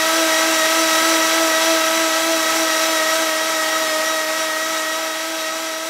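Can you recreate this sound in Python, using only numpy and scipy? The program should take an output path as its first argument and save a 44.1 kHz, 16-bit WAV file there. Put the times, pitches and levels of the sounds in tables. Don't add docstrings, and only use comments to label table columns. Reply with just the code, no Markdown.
import sys
import numpy as np
from scipy import signal
from scipy.fft import rfft, irfft
from scipy.io import wavfile
from scipy.ndimage import uniform_filter1d

SR = 44100
rng = np.random.default_rng(int(sys.argv[2]) if len(sys.argv) > 2 else 0)


def waveform_to_disk(signal):
    frames = np.transpose(np.atleast_2d(signal))
    scaled = np.clip(frames, -1, 1) * 32767
    samples = np.round(scaled).astype(np.int16)
    wavfile.write(sys.argv[1], SR, samples)


def elevation(decibels):
    levels = np.asarray(decibels, float)
    return 10 ** (levels / 20)


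N = 259749


def in_time(rows):
    s, *columns = np.transpose(rows)
    return [np.interp(np.arange(N) / SR, s, column) for column in columns]


def drift(rate_hz, depth_db):
    step = 40
    warm_up = 2000
    r = np.exp(-2 * np.pi * rate_hz * step / SR)
    noise = rng.standard_normal(N // step + warm_up + 2)
    slow = signal.lfilter([1], [1, -2 * r, r * r], noise)[warm_up:]
    slow = slow / np.sqrt(np.mean(slow ** 2) + 1e-20)
    return np.interp(np.arange(N) / step, np.arange(len(slow)), elevation(depth_db * slow))


def order(turns, multiple):
    return np.sqrt(2) * np.sin(2 * np.pi * (multiple * turns + rng.random()))


# (time_s of the hardest bite, slowest_turns_per_s, recovered_turns_per_s)
SCREW_BITES = [(0.04, 320.4, 326.2), (0.33, 318.7, 324.6), (0.62, 317.7, 326.0), (0.93, 319.4, 326.8),
               (1.23, 320.7, 327.1), (1.54, 319.1, 327.1), (1.83, 319.9, 326.4), (2.13, 320.1, 327.9),
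               (2.44, 319.5, 325.6), (2.73, 318.1, 323.6), (3.03, 315.5, 323.9), (3.34, 315.7, 322.0),
               (3.63, 315.6, 320.5), (3.94, 312.3, 320.1), (4.26, 314.0, 320.3), (4.54, 313.8, 322.7),
               (4.85, 315.1, 322.4), (5.14, 317.5, 324.9), (5.45, 317.0, 324.4), (5.75, 318.8, 326.2)]


def drive():
    stroke_s, recovery_share, inertia_s = .3, .52, .05
    hiss_lead_s, hiss_db_per_hz = .03, .11
    bite_s, slowest, fastest = np.transpose(SCREW_BITES)
    free_s = bite_s + recovery_share * np.diff(bite_s, append=bite_s[-1] + stroke_s)
    corner_s = np.ravel([bite_s, free_s], "F")
    corner_speed = np.ravel([slowest, fastest], "F")
    ramps = in_time(np.transpose([corner_s, corner_speed]))[0]
    speed = uniform_filter1d(ramps, size=round(inertia_s * SR), mode="nearest")

    swing = speed - uniform_filter1d(speed, size=round(stroke_s * SR))
    ahead = np.interp(np.arange(N) + hiss_lead_s * SR, np.arange(N), swing)
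    blow = elevation(hiss_db_per_hz * ahead) * drift(6, 0.3)
    return speed, blow


# (speed_turns_per_s, then level_db over hiss of
RESONANCE_LEVELS = [(313.5, -11, -1.5, -6.5, -3, -17, -25, -10, -15),
                    (317, -12.5, -5.5, -11, -4, -17, -17, -7, -15.5),
                    (318.7, -12, -6, 3.5, 1, -16, -6, -8, -13.5),
                    (317.8, -11.5, -3.5, -7.5, -6, -13, -13.5, -16, -7.5),
                    (322, -10, -4, -6.5, -8, -11.5, -9.5, -8.5, -20),
                    (322.75, -7.5, -5, -8, -18, -14.5, -17.5, -22, -13.5),
                    (325.1, -4, -3, -5, -9.5, -14, -12.5, -11, -19),
                    (327.7, -4.5, 2, -10, -16, -10, -4.5, -25, -15.5)]


def responses(speed):
    build_up_s = (.03, .04, .04, .01, .003, .003, .01, .01)
    t = np.arange(N) / SR
    at_speed, *columns = np.transpose(RESONANCE_LEVELS)
    return [np.interp(np.interp(t - lag_s, t, speed), at_speed, level_db)
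            for lag_s, level_db in zip(build_up_s, columns)]


# (time_s, level_db)
MELT_PUSH = [
    (0, -0.5),
    (.8, -1),
    (1.3, -1),
    (1.75, 2.5),
    (2.5, -1),
    (3.1, 2.5),
    (4.1, 1.5),
    (5, 0.2),
    (5.89, 1.3),
]


def motor_whine(turns, beads, order_levels_db):
    first_db, second_db, fourth_db, sixth_db = order_levels_db
    second_db = second_db + in_time(MELT_PUSH)[0]
    from_middle_s = (np.arange(N) - N / 2) / SR
    sixth_db = sixth_db - 0.5 * from_middle_s
    whine = 0
    for multiple, level_db, waver_db in ((1, first_db, .7), (2, second_db, 1.0),
                                         (4, fourth_db, 1.6), (6, sixth_db, 1.4)):
        tone = order(turns, multiple) * beads ** (multiple / 9)
        whine = whine + elevation(level_db) * drift(12.8, waver_db) * tone
    return whine


def family(turns, table, swell_db, swell_rate_hz):
    slow_loss = {4.773: .7, 4.906: 1.5, 6.406: .7, 8: .8, 12.28: .5, 16.37: -.7, 24: 1.0, 26: -.5, 44: -.8}
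    knee_hz, lift_db_per_order = 321, .065
    speed = np.gradient(uniform_filter1d(turns, size=900)) * SR
    slowed = elevation(-(knee_hz - speed).clip(0, 8))
    out = 0
    for multiple, level_db in table:
        level = elevation(level_db + lift_db_per_order * multiple) * slowed ** slow_loss.get(multiple, 0)
        out = out + level * drift(swell_rate_hz, swell_db) * order(turns, multiple)
    return out


def swelling_tone(turns, multiple, level_db):
    return elevation(level_db) * drift(32, 1.9) * order(turns, multiple)


# (multiple of rotor speed, level_db over hiss)
ROTOR_TONES = [(3, -11.9), (5, -16.6), (7, -18.8), (8, -17.6), (9, -22.5), (10, -22.7), (13, -25.7),
               (14, -23.8), (15, -24.3), (17, -25.8), (19, -24.6), (20, -21.1), (21, -29.0), (22, -19.5),
               (23, -23.3), (24, -19), (25, -30.0), (26, -25.4), (27, -29.5), (30, -24.2), (31, -31.5),
               (33, -33.3), (34, -31.1), (36, -24.9), (37, -32.5), (39, -30.8), (41, -33.7), (42, -32.8),
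               (43, -32.4), (44, -32.4)]


def rotor_and_fan(turns, beads, fan_12_db, fan_18_db):
    weak = elevation(-0.7) * family(turns, ROTOR_TONES, swell_db=1.8, swell_rate_hz=18.0)
    fan = swelling_tone(turns, 12, fan_12_db) + swelling_tone(turns, 18, fan_18_db)
    return beads * (weak + fan)


# (multiple of rotor
# speed, level_db over hiss)
GEAR_TONES = [(0.508, -41.7), (0.805, -31.2), (1.312, -25.7), (1.625, -24.9), (1.93, -27.1), (2.047, -24.3),
              (2.617, -23.8), (3.547, -24.8), (3.578, -19.2), (3.68, -25.5), (4.141, -20.3), (4.773, -21.7),
              (4.906, -14.7), (6.406, -22.2), (8.18, -23.6), (12.28, -21.2), (16.37, -21.6),
              (8.864, -27), (9.136, -28), (10.23, -26), (12.136, -26), (14.32, -27), (16.86, -28),
                    (18.41, -28), (19.23, -27)]


def gearbox(turns, first_mesh_db, second_mesh_db):
    weak = elevation(-0.6) * family(turns, GEAR_TONES, swell_db=2.1, swell_rate_hz=16.0)
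    first_mesh = swelling_tone(turns, 4.094, first_mesh_db)
    second_mesh = swelling_tone(turns, 5.863, second_mesh_db)
    gears = weak + first_mesh + second_mesh

    mode_hz, width_hz, lift_db = 1547, 12, 9
    r = np.exp(-np.pi * width_hz / SR)
    feed = (1 - r * r) / 2 * np.array([1, 0, -1])
    feedback = [1, -2 * r * np.cos(2 * np.pi * mode_hz / SR), r * r]
    return gears + (elevation(lift_db) - 1) * signal.lfilter(feed, feedback, gears)


# (pitch_hz, level_db per Hz)
AIR_COLOUR = [(30, -20), (60, -14.5), (130, -2), (250, 12.5), (400, 14), (600, 19), (900, 20.5), (1500, 21),
              (2500, 19.5), (4000, 19.5), (6000, 17), (8500, 13), (12000, 9), (15500, 6)]
# (pitch_hz, width_hz, lift_db)
HOUSING_MODES = [(508, 110, 3.5), (811.6, 8.9, 10), (830, 22, 4), (1640, 8.2, 4), (2114, 440, 4),
                 (2720, 14, 9), (2785, 24, -6), (3300, 200, 5), (5400, 170, 4), (5950, 610, 3),
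                 (7300, 740, 0.5), (7720, 110, 2), (11400, 200, 1.5), (12700, 200, 2.5)]


def air(turns):
    hz = np.maximum(np.arange(N // 2 + 1) * SR / N, 1)
    colour_hz, level_db = np.transpose(AIR_COLOUR)
    colour_db = np.interp(np.log(hz), np.log(colour_hz), level_db)
    for centre_hz, width_hz, lift_db in HOUSING_MODES:
        colour_db = colour_db + lift_db / (1 + (2 * (hz - centre_hz) / width_hz) ** 2)
    noise = rfft(rng.standard_normal(N)) * elevation(colour_db)
    noise = noise / np.sqrt(2 * np.sum(np.abs(noise[hz > 2100]) ** 2)) * N

    chop_db = 1.1 * np.cos(2 * np.pi * turns) + .6 * np.cos(4 * np.pi * turns)
    mains_ripple = np.cos(2 * np.pi * 100 * np.arange(N) / SR)
    shared = drift(30, 0.2)
    out = 0
    for octave in range(10):
        centre_hz = 31.25 * 2 ** octave
        band = irfft(noise * np.clip(1 - np.abs(np.log2(hz / centre_hz)), 0, 1), N)
        bright = centre_hz / (centre_hz + 5000)
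        flicker = shared * drift(9.4, 0.53 + 17.0 / (1 + (centre_hz / 45) ** 2))
        out = out + band * flicker * elevation(bright * chop_db + 1.1 * (1 - bright) ** 4 * mains_ripple)
    return elevation(-1.5) * out


def room(x):
    t60_s, wet = .4, elevation(-11.0)
    age_s = np.arange(round(.5 * SR)) / SR
    tail = rng.standard_normal(len(age_s)) * elevation(-60 * age_s / t60_s) * (age_s > .004)
    tail = tail / np.sqrt(np.sum(tail ** 2))
    echoes = signal.fftconvolve(x, tail)[:N]
    return (x + wet * echoes) / np.sqrt(1 + wet ** 2)


# (time_s, level_db)
FADE_DOWN = [(0.0, -21), (0.35, -20), (0.69, -20), (1.04, -19.5), (1.39, -20.5), (1.73, -21), (2.08, -22),
             (2.43, -22), (2.77, -21.5), (3.12, -22), (3.46, -24.0), (3.81, -23.5), (4.16, -24.5),
             (4.5, -25.5), (4.85, -25.5), (5.2, -27.5), (5.54, -28.1), (5.89, -29)]


def scene():
    speed, blow = drive()
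    first, second, fourth, sixth, fan_12, fan_18, mesh_1, mesh_2 = responses(speed)
    uneven_turns = .002 * 9 * (drift(30, 1) - 1)
    turns = np.cumsum(speed) / SR + uneven_turns
    beads = elevation(1.2 * np.cos(2 * np.pi * 3 / 22 * turns))

    whine = motor_whine(turns, beads, (first, second, fourth, sixth))
    machine = rotor_and_fan(turns, beads, fan_12, fan_18) + gearbox(turns, mesh_1, mesh_2)
    extruder = whine + blow * (room(machine) + air(turns))
    faded = elevation(in_time(FADE_DOWN)[0]) * extruder
    return np.stack([faded, faded])


# (middle_s, low_hz, high_hz)
TREBLE_PATCHES = [(0.435, 4630, 5730), (0.435, 11690, 13150), (0.528, 10230, 11710), (0.528, 13690, 15820),
                  (1.039, 6200, 7660), (1.225, 8850, 10330), (1.225, 14380, 15930), (1.318, 8310, 9620),
                  (1.318, 10330, 11800), (1.318, 14450, 15930), (1.829, 14450, 15930), (2.038, 9560, 11040),
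                  (2.107, 4560, 5730), (2.247, 10960, 12440), (2.572, 10250, 11780), (2.757, 4240, 5230),
                  (2.897, 5620, 6980), (3.059, 13690, 15240), (3.315, 10940, 12440), (3.802, 8180, 9670),
                  (3.895, 5100, 6370), (4.267, 8290, 9690), (4.685, 8220, 9670), (4.801, 4220, 5170),
                  (4.824, 14400, 15930), (5.172, 13740, 15220), (5.521, 9560, 11090), (5.521, 11670, 13130),
                  (5.706, 12360, 13840)]


def part_channels(x):
    size, hop, offset = 2048, 1024, 772
    out = x.copy()
    hz = np.arange(size // 2 + 1) * SR / size
    window = np.sin(np.pi * (np.arange(size) + .5) / size)
    for middle_s, low_hz, high_hz in TREBLE_PATCHES:
        start = offset + hop * round((middle_s * SR - offset) / hop - 1)
        patch = slice(start, start + size)
        band = irfft(rfft(x[0, patch] * window) * ((hz > low_hz) & (hz < high_hz)))
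        early, late = band[::-1].reshape(2, -1)
        folded = np.concatenate([early - early[::-1], late + late[::-1]]) * window
        out[:, patch] += 0.62 * folded * [[1], [-1]] - 0.37 * band * window
    return out


def top_cut(x):
    return signal.sosfilt(signal.butter(12, 15730, fs=SR, output="sos"), x)


def record(dry):
    hz = np.arange(N // 2 + 1) * SR / N
    cut = irfft(rfft(dry) * (hz < 15730), N)
    mix = part_channels(cut)
    return top_cut(mix)


dry = scene()
out = record(dry)
waveform_to_disk(out)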